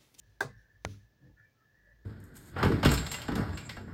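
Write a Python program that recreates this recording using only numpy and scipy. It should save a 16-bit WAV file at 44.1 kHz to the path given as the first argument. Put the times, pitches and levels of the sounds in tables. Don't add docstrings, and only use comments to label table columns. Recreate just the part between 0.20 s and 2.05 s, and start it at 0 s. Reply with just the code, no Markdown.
import sys
import numpy as np
from scipy import signal
from scipy.fft import rfft, irfft
from scipy.io import wavfile
from scipy.ndimage import uniform_filter1d

SR = 44100
rng = np.random.default_rng(int(sys.argv[2]) if len(sys.argv) > 2 else 0)


def master(y):
    cut = np.clip(np.atleast_2d(y).T, -1, 1)
    pcm = np.round(cut * 32767)
    wavfile.write(sys.argv[1], SR, pcm.astype(np.int16))


N = 81585
TIME = np.arange(N) / SR

# f/Hz, relative level/dB
HISS_SPECTRUM = [(20, -25.5), (60, -5), (120, 2), (236, -10), (545, -14), (800, -19.5), (1160, -22.5),
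                 (2200, -25), (6200, -27.5), (8300, -39), (13600, -38), (14800, -26), (16000, -29.5)]
# t/s, level/dB
RUMBLE_LEVELS = [(0, -63), (.2, -67.5), (.32, -55.5), (.45, -67), (.49, -80), (.56, -63), (.84, -62),
                 (.93, -83.5), (1.12, -59), (1.18, -78.5), (1.45, -91.5), (1.55, -69), (1.7, -63.5),
                 (1.8, -62.5), (1.85, -62)]
# t/s, level/dB
WHISTLE_LEVELS = [(0, -75.5), (.17, -80.5), (.3, -68.5), (.41, -68.5), (.46, -73.5), (.56, -69.5),
                  (.62, -79.5), (.77, -82), (.82, -76.5), (.96, -81.5), (1.07, -72), (1.16, -89.5),
                  (1.18, -63), (1.245, -64.5), (1.34, -87), (1.46, -72.5), (1.63, -73.5), (1.69, -64.5),
                  (1.78, -77), (1.85, -72)]
# middle t/s, half length/s, level/dB, f/Hz
TONE_SWELLS = [(.3, .03, -71.5, 2000), (.37, 0.09, -72.5, 1580), (1.2, 0.017, -68.5, 1440),
               (1.27, 0.06, -82, 2330), (1.416, 0.032, -75.5, 1320), (1.1, .025, -81.5, 850),
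               (1.584, 0.028, -73, 1880), (1.7, 0.048, -74.5, 1920), (1.697, 0.021, -71, 555)]
GUST_TONES, LOW_DRAG = TONE_SWELLS[:-1], TONE_SWELLS[-1]

# t/s, level/dB, f/Hz, rise/s, t60/s
SOFT_RINGS = [(0.059, -52, 101, 0.032, .3), (0.21, -46, 108.3, 0.013, 0.6), (0.225, -35.5, 474, 0.02, 0.07),
              (.243, -35.5, 136.4, 0.0059, 0.17), (0.234, -47, 251.8, 0.0093, 0.23),
              (0.292, -51, 195.7, 0.0164, 0.192), (0.357, -51.5, 114.1, 0.0083, 0.27),
              (0.522, -60.5, 96.7, 0.02, .45), (0.812, -57.5, 112, 0.0078, 0.28),
              (1.0, -50, 131.7, 0.049, .4), (1.02, -58.5, 297.5, .028, 0.25), (1.039, -59.5, 490, .025, .2),
              (1.049, -53, 92.2, 0.036, 0.37), (1.198, -55, 108.4, 0.0068, 0.16),
              (1.7, -60, 114, 0.067, 0.42)]
CLACK_LATE_RINGS, HAND_BUMPS = SOFT_RINGS[2:6], SOFT_RINGS[:2] + SOFT_RINGS[6:]
# middle t/s, half length/s, level/dB, f/Hz
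FINGER_SQUEAKS = [(.39, 0.023, -82, 5550), (0.709, 0.0052, -72, 5950), (0.742, 0.0057, -70, 1400)]
# middle t/s, half length/s, level/dB
FINGER_DRAGS = [(1.062, 0.035, -60)]
# f/Hz, relative level/dB
DRAG_SPECTRUM = [(60, -8), (170, 6.5), (225, -3.5), (310, 7), (390, -12), (530, -8), (650, -20.5),
                 (1500, -32), (5000, -36), (14000, -67)]
# middle t/s, half length/s, level/dB
FINGER_SLIDES = [(0.101, 0.076, -80), (0.414, 0.037, -80.5), (0.708, 0.04, -64), (0.811, 0.044, -79.5)]
# f/Hz, relative level/dB
SLIDE_SPECTRUM = [(300, -14), (900, -17), (1450, -2.5), (2000, 2.5), (2800, 1), (4000, 3.5), (5000, -1),
                  (6000, 4), (8000, -11), (11000, -7.5), (13000, -22), (15000, -7.5)]

# t/s, level/dB, f/Hz, t60/s, tick level/dB, tick f/Hz
SNAP_CONTACTS = [(.6495, -18, 660, .006, -24.5, 6000), (.6508, -21, 2050, .004, -24, 3700),
                 (.6562, -45, 1420, .05, -45, 3700)]
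# f/Hz, relative level/dB
TICK_SPECTRUM = [(100, 15), (1200, 0), (2400, 11.5), (4500, -11.5), (6500, 5.5), (8000, -24), (10000, 0),
                 (12500, -17), (15000, -15)]
# f/Hz, level/dB, t60/s
BODY_MODES = [(69.4, -59, 0.16), (85.4, -37, 0.23), (101.1, -37.5, 0.61), (143, -55.5, 0.54),
              (200.8, -53, 0.81), (282.5, -50.5, 0.473), (371, -58, 0.47), (434, -50.5, 0.245),
              (549, -54.5, 0.18)]
# f/Hz, relative level/dB
SHUDDER_SPECTRUM = [(60, -34), (150, 8), (330, -8), (700, -24.5), (1000, -21), (3000, -43)]

# f/Hz, level/dB, t60/s
CASE_MODES = [(400.5, -31, .12), (640.4, -36.5, .14), (733.5, -39.5, .1), (787, -30, 0.07),
              (888, -36, 0.075), (1075, -42.5, 0.21), (1172, -38, .13), (1398, -42.5, 0.075),
              (1565, -15, 0.032), (1673, -37, 0.12), (2006, -41, 0.1), (3490, -48, .08), (4070, -52, 0.075),
              (4650, -56.5, 0.19), (6130, -47, 0.057)]
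# f/Hz, relative level/dB
CRACK_SPECTRUM = [(150, -22), (280, 5), (450, 4), (1000, 2), (1400, 3), (1700, 1.5), (2200, -17.5),
                  (3000, -12), (3500, -7.5), (6500, -15.5), (10500, -21), (12600, -29), (14600, -14.5),
                  (16000, -16.5)]
# f/Hz, relative level/dB
TAIL_SPECTRUM = [(100, -32.5), (280, -12), (440, 3), (900, -11), (1700, -13.5), (2300, -25), (2500, -19),
                 (2900, -32), (3600, -22.5), (6300, -22.5), (10500, -28.5), (12500, -40), (14700, -24),
                 (16000, -28.5)]
# f/Hz, t60/s
TAIL_DECAY = [(400, .17), (1200, 0.23), (4000, 0.23), (10000, .17), (15000, .12)]

HISS_DB, RUMBLE_HZ = -72, 52.5
WHISTLE_HZ, WHISTLE_HZ_PER_DB = 1730, 1
BREATH_DB, BREATH_DB_PER_DB = -9.5, 1.1
GRAZE_S, CLACK_S, SNAP_S, GRIP_S = .2058, .2081, .651, .773
SNAP_CASE_DB, SHUDDER_DB, TICK_EDGE_DB = -25.5, -46, -3
CRACK_DB, GRAZE_DB = -26.5, -3
TAIL_DB, TAIL_CLUMP_DB = -34, 1.9
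LOW_CUT_HZ, HIGH_CUT_HZ = 51.6, 15950


def amp(db):
    return 10 ** (np.asarray(db) / 20)


def unit(x):
    return x / np.sqrt(np.mean(x ** 2) + 1e-30)


def curve_at(points, hz):
    f, value = np.transpose(points)
    return np.interp(np.log(hz + 1), np.log(f), value)


def low_cut(x, hz, order):
    return signal.sosfilt(signal.butter(order, hz, "highpass", fs=SR, output="sos"), x)


def noise(spectrum):
    gain = amp(curve_at(spectrum, np.fft.rfftfreq(N, 1 / SR)))
    return unit(irfft(rfft(rng.standard_normal(N)) * gain, N))


def fuzzy_tone(hz, width_hz):
    f = np.fft.fftfreq(N, 1 / SR)
    white = rng.standard_normal(N) + 1j * rng.standard_normal(N)
    flutter = np.fft.ifft(white / (1 + (2 * f / width_hz) ** 4) ** .76)
    flutter /= np.sqrt(uniform_filter1d(abs(flutter) ** 2, size=3000) + 1e-30)
    carrier = np.exp(2j * np.pi * np.cumsum(hz * np.ones(N)) / SR)
    return unit((flutter * carrier).real)


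def decay(start, t60, t=TIME):
    return np.exp(-np.log(1000) * np.maximum(t - start, 0) / t60)


def struck(start, rise_s, t60):
    return np.clip((TIME - start) / rise_s, 0, 1) * decay(start, t60)


def swell(middle, half_s, db):
    return amp(db) * np.exp(-.5 * ((TIME - middle) / half_s) ** 2)


def tone_swell(middle, half_s, db, hz, width_hz):
    return swell(middle, half_s, db) * fuzzy_tone(hz, width_hz)


def ring(start, db, hz, rise_s, t60):
    return amp(db) * struck(start, rise_s, t60) * np.sin(2 * np.pi * hz * (TIME - start))


def click(start, spectrum):
    hz = np.fft.fftfreq(N, 1 / SR)
    log_gain = np.log(amp(curve_at(spectrum, abs(hz))))
    log_response = np.conj(signal.hilbert(log_gain))
    pulse = np.fft.ifft(np.exp(log_response - 2j * np.pi * hz * start)).real
    return pulse / abs(pulse).max()


def room():
    hiss = amp(HISS_DB) * noise(HISS_SPECTRUM)
    rumble_db = np.interp(TIME, *np.transpose(RUMBLE_LEVELS))
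    return hiss + amp(rumble_db) * fuzzy_tone(RUMBLE_HZ, width_hz=13)


def wind():
    level_db = np.interp(TIME, *np.transpose(WHISTLE_LEVELS))
    push_db = level_db - level_db.mean()
    pitch_hz = WHISTLE_HZ + WHISTLE_HZ_PER_DB * push_db
    whistle = amp(level_db) * fuzzy_tone(pitch_hz, width_hz=107)
    breath_db = level_db.mean() + BREATH_DB + BREATH_DB_PER_DB * push_db
    breath = amp(breath_db) * fuzzy_tone(pitch_hz, width_hz=420)
    gusts = sum(tone_swell(*gust, width_hz=96) for gust in GUST_TONES)
    return whistle + breath + gusts


def hand():
    bumps = sum(ring(*bump) for bump in HAND_BUMPS)
    squeaks = sum(tone_swell(*squeak, width_hz=390) for squeak in FINGER_SQUEAKS)
    drags = noise(DRAG_SPECTRUM) * sum(swell(*drag) for drag in FINGER_DRAGS)
    slides = noise(SLIDE_SPECTRUM) * sum(swell(*slide) for slide in FINGER_SLIDES)
    return bumps + squeaks + drags + slides + tone_swell(*LOW_DRAG, width_hz=96)


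def case_ring(start):
    return sum(ring(start, db, hz, rise_s=.0015, t60=t60) for hz, db, t60 in CASE_MODES)


def low_ring():
    body = sum(ring(SNAP_S, db, hz, rise_s=.0025, t60=t60) for hz, db, t60 in BODY_MODES)
    shudder = amp(SHUDDER_DB) * noise(SHUDDER_SPECTRUM) * struck(SNAP_S, rise_s=.0025, t60=.33)
    return (body + shudder) * decay(GRIP_S, t60=.37)


def snap():
    contacts = np.zeros(N)
    for t, db, hz, t60, tick_db, tick_hz in SNAP_CONTACTS:
        knock = ring(t, db, hz, rise_s=.0001, t60=t60)
        tick = ring(t, tick_db, tick_hz, rise_s=.0001, t60=.0019)
        edge = amp(tick_db + TICK_EDGE_DB) * click(t, TICK_SPECTRUM)
        contacts += knock + tick + edge
    return contacts + amp(SNAP_CASE_DB) * case_ring(SNAP_S) + low_ring()


def rattle():
    hz, t, bands = signal.stft(noise(TAIL_SPECTRUM), SR, nperseg=256)
    clumps = uniform_filter1d(rng.standard_normal(bands.shape), size=8, axis=0)
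    clumps = unit(uniform_filter1d(clumps, size=2, axis=1))
    fade = decay(CLACK_S, curve_at(TAIL_DECAY, hz)[:, None], t)
    tail = signal.istft(bands * amp(TAIL_CLUMP_DB * clumps) * fade, SR, nperseg=256)[1][:N]
    attack = np.clip((TIME - CLACK_S) / .006, 0, 1)
    return amp(TAIL_DB) * tail * attack


def clack():
    tail = rattle()
    graze = amp(GRAZE_DB) * struck(GRAZE_S, rise_s=.00044, t60=.015)
    hit = struck(CLACK_S - .0003, rise_s=.00013, t60=.015)
    crack = amp(CRACK_DB) * noise(CRACK_SPECTRUM) * (graze + hit)
    late_rings = sum(ring(*mode) for mode in CLACK_LATE_RINGS)
    return low_cut(case_ring(CLACK_S) + crack + tail, hz=217, order=2) + late_rings


def scene():
    return (clack() + snap() + hand() + wind() + room())[None]


def record(dry):
    high_cut = signal.firwin(511, HIGH_CUT_HZ, window=("kaiser", 9), fs=SR)
    return signal.oaconvolve(low_cut(dry, LOW_CUT_HZ, order=6), high_cut[None], "same")


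dry = scene()
out = record(dry)
master(out)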